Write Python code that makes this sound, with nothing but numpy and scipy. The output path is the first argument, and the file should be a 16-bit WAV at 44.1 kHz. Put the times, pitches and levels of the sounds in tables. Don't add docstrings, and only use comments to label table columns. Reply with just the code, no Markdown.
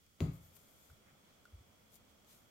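import sys
import numpy as np
from scipy import signal
from scipy.fft import rfft, irfft
from scipy.io import wavfile

SR = 44100
rng = np.random.default_rng(int(sys.argv[2]) if len(sys.argv) > 2 else 0)


def store_pcm(level_fs):
    pcm = np.round(np.clip(level_fs, -1, 1) * 32767).astype(np.int16)
    wavfile.write(sys.argv[1], SR, np.atleast_2d(pcm).T)


N = 110250
T = np.arange(N) / SR


def thump():
    # start in seconds, level in dB, contact time in seconds.
    blows = [(0.205, -31.5, 0.0009), (0.213, -29, 0.0079), (0.2219, -39, .0046), (0.255, -41.5, 0.0019),
             (0.269, -42, 0.0031), (0.284, -42, .004)]
    # frequency in Hz, gain in dB, time to fall 60 dB in seconds.
    body_modes = [(54.5, -12, 0.44), (85.7, -3.5, 0.34), (110.8, -6, 0.35), (137.6, -0.5, .22),
                  (153.7, -1, 0.34), (172.3, -5, 0.33), (199, 4.5, 0.042), (242, 2, 0.074),
                  (278.4, -15, 0.32), (307.3, -8.5, 0.26), (384, -3.5, 0.095), (454.2, -16.5, 0.18),
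                  (544.5, -14.5, .15), (648, -11.5, 0.052), (743, -18, .1), (821, -24.5, 0.069)]
    force = np.zeros(N)
    for start, db, contact_s in blows:
        push = np.sin(np.pi * np.clip((T - start) / contact_s, 0, 1)) ** 2
        force += from_db(db) * push / push.sum()
    body = np.zeros(N)
    for k, (hz, db, t60) in enumerate(body_modes):
        body += (-1) ** k * from_db(db) * ring(force, hz, t60)
    return pan(db=1.9) * body


def ring(force, hz, t60):
    radius = from_db(-60 / (t60 * SR))
    angle = 2 * np.pi * hz / SR
    return signal.lfilter([0, np.sin(angle)], [1, -2 * radius * np.cos(angle), radius ** 2], force)


def crack():
    # start in seconds, level in dB, decay time in seconds, left over right in dB.
    onset = [(0.2052, -22, 0.0013, 5)]
    # frequency in Hz, relative level in dB.
    spectrum = [(400, 3), (700, -2), (1200, -1), (1700, -1.5), (2200, 3), (2900, 1), (4200, -5),
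                (5400, -14), (6900, -7), (8300, -22.5), (11000, -21.5), (14500, -18), (16000, -27)]
    return snaps(onset, spectrum)


def ticks():
    # start in seconds, level in dB, decay time in seconds, left over right in dB.
    contacts = [(0.065, -49.5, 0.0035, 6), (0.567, -43.5, 0.0035, 6), (1.454, -47.5, 0.004, 6),
                (2.247, -50, 0.0026, -5)]
    # frequency in Hz, relative level in dB.
    spectrum = [(500, -12), (2200, 0), (3800, -4.5), (5500, -2), (7000, -5), (10000, -10), (14500, -7),
                (16000, -16)]
    return snaps(contacts, spectrum)


def snaps(events, spectrum, tail_db=-1.5):
    out = np.zeros((2, N))
    for start, db, decay_s, pan_db in events:
        burst = rng.standard_normal((2, N)) * (T >= start) * np.exp(-np.abs(T - start) / decay_s)
        burst *= from_db(tail_db) / np.linalg.norm(burst, axis=1, keepdims=True)
        burst[:, int(start * SR)] += 1
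        out += from_db(db) * pan(pan_db) * burst
    return signal.lfilter(causal_response(spectrum), [1], out)


def rubs(catches_per_s=1500, spread_db=1, catch_share=0.42):
    # peak time in seconds, level in dB, rise and fall in seconds, tilt in dB per octave,
    # left over right in dB.
    slides = [(0.345, -68, 0.026, 0.046, 6.5, 4), (0.455, -68, 0.061, 0.033, 7, 2),
              (0.567, -66.5, 0.019, 0.0096, 7, 16.5), (0.62, -69.5, 0.17, 0.24, 4.5, 3.5),
              (0.85, -70, 0.093, 0.11, 2, 2.5), (1.09, -72, .04, 0.034, -24, 0.5),
              (1.33, -76, 0.12, 0.044, -7, -3), (1.955, -63.5, 0.036, 0.02, 4.5, 6),
              (2.10, -76, 0.016, 0.025, -3, -7), (2.305, -65, 0.035, 0.066, 1, 2.5),
              (2.35, -70.5, 0.049, 0.085, 4, 1.4)]
    # frequency in Hz, relative level in dB.
    spectrum = [(500, -13), (1400, -4.5), (2600, -2.5), (3600, 1.5), (5500, -2), (7000, 2.5), (8200, -2.5),
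                (9500, 0), (10800, -6.5), (12200, 0), (14300, 0.5), (15600, -15)]
    out = np.zeros((2, N))
    for peak, db, rise_s, fall_s, tilt_db, pan_db in slides:
        caught = rng.random(N) < catches_per_s / SR
        strength = from_db(spread_db * np.minimum(rng.exponential(1, N), 4))
        catches = rms_one(caught * strength * rng.standard_normal((2, N)))
        smooth = rng.standard_normal((2, N))
        friction = np.sqrt(catch_share) * catches + np.sqrt(1 - catch_share) * smooth
        stroke = np.exp(-((T - peak) / np.where(T < peak, rise_s, fall_s)) ** 2)
        out += from_db(db) * pan(pan_db) * stroke * coloured(friction, spectrum, tilt_db)
    return out


def bumps():
    # peak time in seconds, level in dB, frequency in Hz, half-width in seconds.
    touches = [(0.918, -54, 78, .014), (0.9326, -60, 132, 0.01), (1.135, -65.5, 147, 0.019),
               (1.5475, -46, 78, 0.014), (1.584, -56, 61.6, 0.021), (1.613, -56.5, 99, 0.012),
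               (1.70, -66, 95, .02)]
    out = np.zeros(N)
    for peak, db, hz, width_s in touches:
        swell = np.exp(-((T - peak) / width_s) ** 2)
        out += from_db(db) * swell * np.cos(2 * np.pi * hz * (T - peak))
    return out


def creaks(rise_s=0.0018):
    # start in seconds, peak level in dB, frequency in Hz, decay time in seconds.
    slips = [(0.9005, -58, 1416, 0.0018), (1.4534, -53.5, 1438, 0.0038)]
    out = np.zeros(N)
    for start, db, hz, decay_s in slips:
        age = np.maximum(T - start, 0)
        envelope = (1 - np.exp(-(age / rise_s) ** 2)) * np.exp(-age / decay_s)
        out += from_db(db) * envelope / envelope.max() * np.sin(2 * np.pi * hz * age)
    return out


def room(x, build_s=0.0017):
    # frequency in Hz, gain in dB, reverberation time in seconds.
    reverberation = [(56, -26, 0.8), (95, -15.5, 0.85), (170, -18, 0.28), (293, -8, 0.27), (600, -4.5, .42),
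                     (1130, 8.5, 0.47), (2320, -6, 0.43), (4960, 0.5, 0.4), (13800, 7, 0.37)]
    edges_hz = np.geomspace(40, 18000, 13)
    noises = stereo_noise(), stereo_noise()
    build = 1 - np.exp(-T / build_s)
    response = np.zeros((2, N))
    for k, (low, high) in enumerate(zip(edges_hz, edges_hz[1:])):
        hz = np.sqrt(low * high)
        db, t60 = at_hz(reverberation, hz), at_hz(reverberation, hz, column=2)
        band = signal.sosfilt(signal.butter(2, [low, high], "band", fs=SR, output="sos"), noises[k % 2])
        tail = band * build * from_db(-60 * T / t60)
        tail *= 2 * np.sqrt((high - low) / SR) / np.linalg.norm(tail)
        response += from_db(db) * tail
    return signal.fftconvolve(x, response, axes=1)[:, :N]


def hiss(level_db=-67, early_db=-7.5, rise_span_s=(0.17, 0.193), middle_hz=(109, 3000)):
    # frequency in Hz, relative spectral density in dB.
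    spectrum = [(25, 6.5), (50, -2), (80, 10), (130, 4), (210, 6), (330, 0), (620, 0.5), (950, -5.5),
                (1350, -2.5), (1700, -10), (2250, -5.5), (2700, -11), (3100, -7.5), (3350, -2),
                (3650, -12.5), (5200, -12), (7000, -12), (8200, -14), (10800, -18), (14200, -14.5),
                (16000, -16)]
    # frequency in Hz, rms level in dB.
    tones = [(215.3, -85), (5588, -94)]
    air = from_db(level_db) * coloured(stereo_noise(), spectrum)
    air += sum(from_db(db) * np.sqrt(2) * np.sin(2 * np.pi * hz * T) for hz, db in tones)
    middle = signal.sosfiltfilt(signal.butter(1, middle_hz, "band", fs=SR, output="sos"), air)
    middle_gain = from_db(np.interp(T, rise_span_s, [early_db, 0]))
    return pan(db=-1) * (air + (middle_gain - 1) * middle)


def stereo_noise():
    # frequency in Hz, correlation between left and right.
    coherence = [(60, 0.64), (130, 0.75), (290, 0.58), (640, 0.07), (1400, 0), (16000, 0)]
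    alike = at_hz(coherence, np.fft.rfftfreq(N, 1 / SR))
    mid, side = rfft(rng.standard_normal((2, N)))
    return irfft(np.sqrt((1 + alike) / 2) * mid + np.sqrt((1 - alike) / 2) * side * [[1], [-1]], N)


def coloured(x, spectrum, tilt_db=0):
    hz = np.maximum(np.fft.rfftfreq(N, 1 / SR), 1)
    bass_rolloff = np.minimum(hz / spectrum[0][0], 1) ** 2
    octaves = np.log2(np.maximum(hz, 2000) / 2000)
    gain = bass_rolloff * from_db(at_hz(spectrum, hz) + tilt_db * octaves)
    return rms_one(irfft(rfft(x) * gain, N))


def causal_response(spectrum, size=512):
    magnitude = from_db(at_hz(spectrum, np.fft.rfftfreq(size, 1 / SR)))
    cepstrum = irfft(np.log(magnitude))
    cepstrum[1:size // 2] *= 2
    cepstrum[size // 2 + 1:] = 0
    response = irfft(np.exp(rfft(cepstrum)))
    return response / np.linalg.norm(response)


def at_hz(rows, hz, column=1):
    rows = np.array(rows)
    return np.interp(np.log(np.maximum(hz, 1)), np.log(rows[:, 0]), rows[:, column])


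def pan(db):
    return from_db(np.array([[db], [-db]]) / 2)


def from_db(db):
    return 10 ** (np.asarray(db) / 20)


def rms_one(x):
    return x / np.sqrt(np.mean(x ** 2) + 1e-20)


def scene(grip_to_room_db=-18):
    knock = thump() + crack()
    grip = bumps() + creaks() + ticks()
    reverberation = room(knock + from_db(grip_to_room_db) * grip)
    return knock + grip + reverberation + rubs() + hiss()


def record(dry):
    cutoff_hz = 15900
    return signal.sosfilt(signal.ellip(12, 0.1, 70, cutoff_hz, fs=SR, output="sos"), dry)


dry = scene()
out = record(dry)
store_pcm(out)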